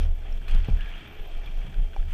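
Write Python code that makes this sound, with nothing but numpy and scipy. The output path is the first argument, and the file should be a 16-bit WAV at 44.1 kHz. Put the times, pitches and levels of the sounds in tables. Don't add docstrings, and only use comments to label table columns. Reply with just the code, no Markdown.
import sys
import numpy as np
from scipy import signal
from scipy.fft import rfft, irfft, next_fast_len
from scipy.io import wavfile
from scipy.ndimage import uniform_filter1d

SR = 44100
rng = np.random.default_rng(int(sys.argv[2]) if len(sys.argv) > 2 else 0)


def bounce(signal):
    frames = np.transpose(np.atleast_2d(signal))
    limited = np.clip(frames, -1, 1)
    pcm = np.round(limited * 32767).astype(np.int16)
    wavfile.write(sys.argv[1], SR, pcm)


N = 93933
t = np.arange(N) / SR
FFT_SIZE = next_fast_len(N, True)
f = np.arange(FFT_SIZE // 2 + 1) * SR / FFT_SIZE + 1e-3


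def undb(db):
    return 10 ** (np.asarray(db) / 20)


def unit(x):
    return x / np.sqrt(np.mean(x ** 2))


def noise():
    return rng.standard_normal(N)


def curve(table, col):
    table = np.array(table)
    return np.interp(t, table[:, 0], table[:, col])


def walk(rate_hz):
    hold = max(int(SR / rate_hz), 2)
    steps = np.repeat(rng.standard_normal(N // hold + 1), hold)
    smooth = uniform_filter1d(uniform_filter1d(steps, hold), hold)
    return unit(smooth[:N])


def hump(x, hz, width_hz):
    gain = np.exp(-2 * ((f - hz) / width_hz) ** 2)
    return irfft(rfft(x, FFT_SIZE) * gain, FFT_SIZE)[:N]


def colour(x, points, lo_hz, hi_hz, peaks=()):
    p = np.array(points)
    db = np.interp(np.log(f), np.log(p[:, 0]), p[:, 1])
    db = db + sum(lift_db / (1 + (2 * (f - hz) / width_hz) ** 2) for hz, width_hz, lift_db in peaks)
    edges = 1 / np.sqrt((1 + (lo_hz / f) ** 16) * (1 + (f / hi_hz) ** 16))
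    return irfft(rfft(x, FFT_SIZE) * undb(db) * edges, FFT_SIZE)[:N]


CONTACT_S = .0004


def ring(start_s, modes):
    u = np.maximum(t - start_s, 0)
    rise = 1 - np.exp(-(u / CONTACT_S) ** 2)
    return rise * sum(undb(db) * np.sin(2 * np.pi * hz * u) * undb(-60 * u / t60_s) for hz, db, t60_s in modes)


def mount(table, noise_db, width_hz):
    hz = curve(table, 1)
    phase = 2 * np.pi * (np.cumsum(hz) / SR + rng.random())
    tone = np.sqrt(2) * np.sin(phase)
    loose = unit(hump(noise(), np.mean(hz), width_hz))
    mix = (tone + undb(noise_db) * loose) / np.sqrt(1 + undb(noise_db) ** 2)
    return undb(curve(table, 2)) * mix


# time in seconds, pitch in Hz, level in dB.
SWAY_PATH = [(0.0, 29.5, -19), (0.08, 25.8, -16), (0.22, 25.3, -33), (0.24, 27, -27), (0.47, 26, -27.5),
             (0.51, 22.1, -14.5), (0.59, 27.6, -13), (0.68, 31, -38.5), (0.73, 30.3, -17.5),
             (0.83, 33, -24.5), (0.88, 27.7, -26), (1.07, 19.9, -51.5), (1.16, 17.1, -41.5),
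             (1.21, 19.9, -24), (1.24, 18.4, -34.5), (1.31, 22.9, -38), (1.36, 21.2, -26),
             (1.49, 22.37, -31.5), (1.62, 28.1, -21), (1.72, 26.2, -40), (1.79, 28.4, -16),
             (1.85, 28.3, -21.5), (1.9, 24.5, -42.5), (2.0, 22, -18.5), (2.05, 23.4, -32),
             (2.13, 26.5, -20.5)]


def sway():
    return mount(SWAY_PATH, noise_db=-4, width_hz=16.8)


# time in seconds, pitch in Hz, level in dB.
SHAKE_PATH = [(0.0, 70, -12.5), (0.02, 69.6, -23.5), (0.21, 69.1, -41.5), (0.29, 70, -45),
              (0.36, 69.2, -44), (0.44, 71.2, -52), (0.58, 68.97, -25.5), (0.67, 69.8, -37),
              (0.7, 69.44, -25.5), (0.73, 69.4, -21.5), (0.79, 70.4, -38.5), (0.94, 69.05, -51),
              (0.98, 70.5, -65), (1.05, 71.78, -47), (1.35, 70.4, -54.5), (1.46, 70.1, -48),
              (1.52, 69.4, -54), (1.59, 71.18, -47), (1.66, 71.3, -59), (1.68, 71.82, -43.5),
              (1.77, 72.8, -47.5), (1.82, 71.2, -41), (1.87, 70.5, -42), (1.96, 70.06, -50),
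              (2.08, 72, -33.5), (2.13, 70.55, -48)]


def shake():
    return mount(SHAKE_PATH, noise_db=-5, width_hz=16.4)


BUFFET_RE_SWAY_DB, BUFFET_FLOOR_DB = -26, -56


def buffet():
    wind = unit(hump(noise(), hz=45, width_hz=20.3))
    return wind * (undb(curve(SWAY_PATH, 2) + BUFFET_RE_SWAY_DB) + undb(BUFFET_FLOOR_DB))


# time in seconds, lower part's level in dB, upper part's level in dB.
RUMBLE_LEVELS = [(.0, -45, -45), (.04, -54, -57), (.08, -41.5, -63), (.13, -55, -61), (.27, -51.5, -60.5),
                 (.42, -52, -57.5), (.47, -56.5, -64), (.55, -38.5, -51.5), (.63, -54, -59), (.7, -49, -56),
                 (.78, -43.5, -57), (.89, -56.5, -60), (1.05, -52.5, -50.5), (1.2, -56, -60.5),
                 (1.33, -53.5, -63), (1.43, -58, -63), (1.49, -48.5, -56), (1.57, -54, -62.5),
                 (1.65, -45, -62), (1.69, -41, -52), (1.75, -52, -63), (1.79, -43, -53.5),
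                 (1.84, -50.5, -61), (1.92, -59.5, -62), (2.0, -49.5, -60.5), (2.11, -52, -62)]
# frequency in Hz, gain in dB.
RUMBLE_SPECTRUM = [(85, -2), (100, -2), (140, 0.5), (180, -4.5), (220, -10.5), (330, -14)]
RUMBLE_BANDS_HZ = ((85, 195), (195, 330))
RUMBLE_FLICKER_DB, RUMBLE_FLICKER_HZ = 0.79, 13.68


def rumble():
    parts = [unit(colour(noise(), RUMBLE_SPECTRUM, lo, hi)) for lo, hi in RUMBLE_BANDS_HZ]
    out = 0
    for col, part in enumerate(parts, start=1):
        flicker_db = RUMBLE_FLICKER_DB * walk(RUMBLE_FLICKER_HZ)
        out = out + part * undb(curve(RUMBLE_LEVELS, col) + flicker_db)
    return out


# time in seconds, mid level in dB, low level re mid in dB.
CRUNCH_LEVELS = [(0.02,-51,0.5), (0.08,-56.5,3.5), (0.14,-61,3.5), (0.2,-59.5,2), (0.27,-52.5,-0.5),
                 (0.40,-58.5,-0.5), (0.43,-52,-0.5), (0.479,-51.5,-1.5), (0.483,-45.5,-9),
                 (0.53,-47.5,-0.5), (0.61,-51.5,-7), (0.69,-50,0.5), (0.73,-54.5,1.5), (0.8,-49.5,-5),
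                 (0.9,-49.5,-4), (1.0,-48,-8), (1.15,-51,-1.5), (1.3,-53.5,0), (1.41,-54.5,-0.5),
                 (1.47,-51.5,-1), (1.55,-56,1), (1.68,-53,-0.5), (1.8,-55,0.5), (1.92,-58,0),
                 (1.94,-51,-2.5), (1.955,-60.5,4.5), (2.0,-55,-1.5), (2.04,-58.5,2), (2.11,-51,-8.5)]
# time in seconds, treble level in dB, top level re treble in dB.
GRIT_LEVELS = [(0.03,-58.5,-17), (0.1,-73.5,-0.5), (0.3,-70.5,-4), (0.4,-70.5,-2.5), (0.479,-67,-5.5),
               (0.484,-60.5,-4), (0.52,-57.5,-9), (0.535,-61,-13), (0.56,-67.5,-4), (0.66,-65,-9),
               (0.8,-68.5,-4), (0.9,-67,-6), (1.2,-67,-7), (1.5,-67,-6), (1.83,-71,-2.5), (2.07,-69.5,-3.5),
               (2.12,-65.5,-0.5)]
# frequency in Hz, gain in dB.
CRUNCH_SPECTRUM = [(280, 2.5), (400, -4), (500, -7.5), (700, -8.5), (850, -10), (1030, -13), (1660, -7.5),
                   (2120, -11.5), (2400, -8.5), (3400, -7), (3800, -20), (4500, -22), (6000, -24.5),
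                   (7000, -31), (8500, -34.5), (10000, -39), (12000, -42.5), (15000, -50.5)]
# centre in Hz, width in Hz, lift in dB.
CASE_RESONANCES = [(424, 32, 5), (684, 180, 5.5), (814, 37, 4), (1780, 330, -1), (2320, 55, 7),
                   (3130, 120, 8), (3028, 190, -6.5), (4210, 160, 5), (4670, 140, 5.5), (5520, 250, 4),
                   (6280, 180, 4.5)]
GRAINS_PER_S, GRAIN_SPREAD_DB = 2500, 2
FLICKER_DB, FLICKER_HZ, SWELL_DB, SWELL_HZ = 1, 24.9, -0.75, 22


def crunch():
    edges_hz = 327 * 2 ** (np.arange(13) / 2)
    swell = walk(SWELL_HZ)
    shared = noise() * undb(GRAIN_SPREAD_DB * walk(GRAINS_PER_S / 10))
    groups = [0, 0, 0, 0]
    for lo, hi in zip(edges_hz[:-1], edges_hz[1:]):
        hits = rng.random(N) < GRAINS_PER_S / SR
        size = undb(GRAIN_SPREAD_DB * rng.exponential(size=N)) * hits
        grains = 0.55 * unit(size * noise()) + 0.59 * unit(shared) + 0.51 * noise()
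        band = colour(grains, CRUNCH_SPECTRUM, lo, hi, CASE_RESONANCES)
        band = band * undb(SWELL_DB * swell + FLICKER_DB * walk(FLICKER_HZ))
        groups[np.searchsorted([900, 3600, 7000], lo)] += band
    mid, treble = curve(CRUNCH_LEVELS, 1), curve(GRIT_LEVELS, 1)
    levels_db = (mid + curve(CRUNCH_LEVELS, 2), mid, treble, treble + curve(GRIT_LEVELS, 2))
    return sum(unit(group) * undb(db) for group, db in zip(groups, levels_db))


# start in seconds, peak level in dB, length in seconds.
HISS_BURSTS = [(0.0957, -70, 0.015), (0.1621, -68, 0.018), (0.2015, -76, 0.018), (0.3013, -69, 0.018),
               (0.3566, -65, 0.02), (0.4105, -71, 0.018), (0.4769, -56, 0.02), (0.5362, -59, 0.014),
               (0.5637, -59, 0.018), (0.6071, -70, 0.018), (0.635, -70, 0.018), (0.6714, -61, 0.021),
               (0.7363, -63, 0.018), (0.7687, -65, 0.018), (0.8031, -67, 0.018), (0.836, -62, 0.015),
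               (0.874, -61, 0.018), (0.9039, -75, 0.018), (0.9353, -71, 0.018), (0.9702, -63, 0.017),
               (0.995, -69, 0.015), (1.0725, -57, 0.018), (1.1044, -73, 0.018), (1.125, -67, 0.018),
               (1.1427, -60, 0.018), (1.1698, -68, 0.017), (1.2047, -59, 0.018), (1.222, -58, 0.018),
               (1.2426, -67, 0.015), (1.2706, -56, 0.018), (1.3678, -61, 0.009), (1.4586, -60, 0.014),
               (1.496, -74, 0.018), (1.5763, -72, 0.018), (1.5998, -69, 0.018), (1.8073, -68, 0.018),
               (1.8303, -70, 0.019), (1.8996, -71, 0.021), (2.0004, -74, 0.018), (2.0913, -66, 0.018)]
HISS_STEADY_PEAK_DB, RAGGED_DB, RAGGED_HZ = -64.5, 2.6, 200


def hiss():
    gate = undb(HISS_STEADY_PEAK_DB)
    for start_s, db, length_s in HISS_BURSTS:
        gate = gate + undb(db) * (t > start_s) * (t < start_s + length_s)
    ragged = hump(noise(), hz=13370, width_hz=1400) * undb(RAGGED_DB * walk(RAGGED_HZ))
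    ragged = ragged / np.quantile(np.abs(ragged), .999)
    return ragged * uniform_filter1d(gate, size=60)


# centre in Hz, width in Hz, level in dB.
SWISH_BAND = (10600, 1800, -68.5)
SWISH_S = .055


def swish():
    hz, width_hz, db = SWISH_BAND
    return unit(hump(noise(), hz, width_hz)) * undb(db) / (1 + (t / SWISH_S) ** 12)


# start in seconds, ring level in dB, ring pitch in Hz, ring t60 in seconds,
# snap level in dB, crack level in dB, crack decay constant in seconds.
KNOCK_HITS = [(0.2222, -46, 1510, 0.022, -63, -68, 0.004), (0.3251, -48.5, 1390, 0.02, -45, -57, 0.0024),
              (0.417, -44, 1580, 0.022, -53, -62, 0.0046), (0.4817, -35, 2506, 0.038, -33, -48.5, 0.004),
              (0.5105, -39, 2470, 0.018, -41, -46.5, 0.0029), (0.5373, -38.5, 1572, 0.019, -39, -70, 0.004),
              (0.5484, -43.5, 2250, 0.051, -37.5, -44, 0.0026),
              (0.6457, -37, 2710, 0.011, -51, -53.5, 0.0057), (0.6996, -40.5, 2400, 0.03, -46, -53, 0.0043),
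              (0.7257, -51, 1386, 0.022, -51, -55, 0.0035), (0.8079, -33, 2850, 0.023, -35, -52, 0.0032),
              (0.8594, -36, 2320, 0.018, -49, -59, 0.004), (0.915, -37.5, 2306, 0.022, -42, -71, 0.0031),
              (0.9383, -36, 2900, 0.022, -50, -81, 0.004), (1.4608, -39.5, 3347, 0.033, -60, -70, 0.0032),
              (1.4744, -39, 2400, 0.053, -48, -68, 0.004), (1.616, -43, 2310, 0.031, -46, -69, 0.004),
              (1.7424, -42, 1528, 0.02, -41, -56, 0.0025), (1.933, -42, 1529, 0.022, -45, -67, 0.004),
              (1.9642, -37, 2330, 0.024, -52, -75, 0.0037), (1.9986, -45, 1318, 0.022, -46, -64, 0.0036),
              (2.0273, -44, 1650, 0.021, -44, -65, 0.0034)]
# frequency in Hz, gain in dB.
CRACK_SPECTRUM = [(4000, 8), (6000, -6), (9000, -8), (12000, -17)]
SNAP_DECAY_S = 0.0014


def knocks():
    bright = unit(colour(noise(), CRACK_SPECTRUM, 4100, 13400))
    dull = unit(colour(noise(), CRUNCH_SPECTRUM, 1000, 3200, CASE_RESONANCES))
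    out = np.zeros(N)
    for start_s, db, hz, t60_s, snap_db, crack_db, crack_s in KNOCK_HITS:
        u = np.maximum(t - start_s, 0)
        rise = 1 - np.exp(-u / CONTACT_S)
        snap = dull * undb(snap_db) * rise * np.exp(-u / SNAP_DECAY_S)
        crack = bright * undb(crack_db) * rise * np.exp(-u / crack_s)
        out += ring(start_s, [(hz, db, t60_s)]) + snap + crack
    return out


# start in seconds, level in dB, pitch in Hz, t60 in seconds.
PEBBLE_PINGS = [(0.3249, -45.5, 5450, 0.019), (.646, -51, 4260, 0.025), (1.494, -54, 5600, 0.016),
                (1.742, -57, 4220, 0.013)]


def pings():
    return sum(ring(start_s, [(hz, db, t60_s)]) for start_s, db, hz, t60_s in PEBBLE_PINGS)


# start in seconds, level in dB.
THUD_HITS = [(.686, -24)]
# pitch in Hz, relative level in dB, t60 in seconds.
FRAME_MODES = [(92, -10, .12), (119, 4.5, 0.099), (163, -4, 0.17), (233.4, -9.5, 0.098), (406, -8.5, 0.017),
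               (680, -16, 0.05), (963, -16.5, 0.017)]


def thuds():
    return sum(undb(db) * ring(start_s, FRAME_MODES) for start_s, db in THUD_HITS)


SCRAPE_START_S, SCRAPE_LENGTH_S = .76, .16
SCRAPE_DB, SCRAPE_GRAIN_DB, SCRAPE_GRAIN_HZ = -53, 2.88, 69


def scrape():
    progress = np.clip((t - SCRAPE_START_S) / SCRAPE_LENGTH_S, 0, 1)
    swell = np.sqrt(np.sin(np.pi * progress).clip(0))
    rub = unit(hump(noise(), hz=1710, width_hz=190))
    return rub * swell * undb(SCRAPE_DB + SCRAPE_GRAIN_DB * walk(SCRAPE_GRAIN_HZ))


# start in seconds, level in dB.
TAP_HITS = [(1.9635, -30)]
# pitch in Hz, relative level in dB, t60 in seconds.
HOLLOW_MODES = [(791.6, 1, .032), (486, -8, 0.011), (640, -6.5, 0.014), (1390, -11, 0.014),
                (2320, -11, 0.016), (2800, -22, 0.018), (3600, -25, 0.009), (4700, -23, .012),
                (5600, -20.5, 0.013)]


def taps():
    return sum(undb(db) * ring(start_s, HOLLOW_MODES) for start_s, db in TAP_HITS)


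def scene():
    low = sway() + shake() + buffet() + rumble()
    steady = crunch() + hiss() + swish()
    events = knocks() + pings() + thuds() + scrape() + taps()
    return (low + steady + events)[None]


def record(dry):
    low_pass = signal.ellip(10, .2, 80, 15250, fs=SR, output="sos")
    return signal.sosfilt(low_pass, dry)


dry = scene()
out = record(dry)
bounce(out)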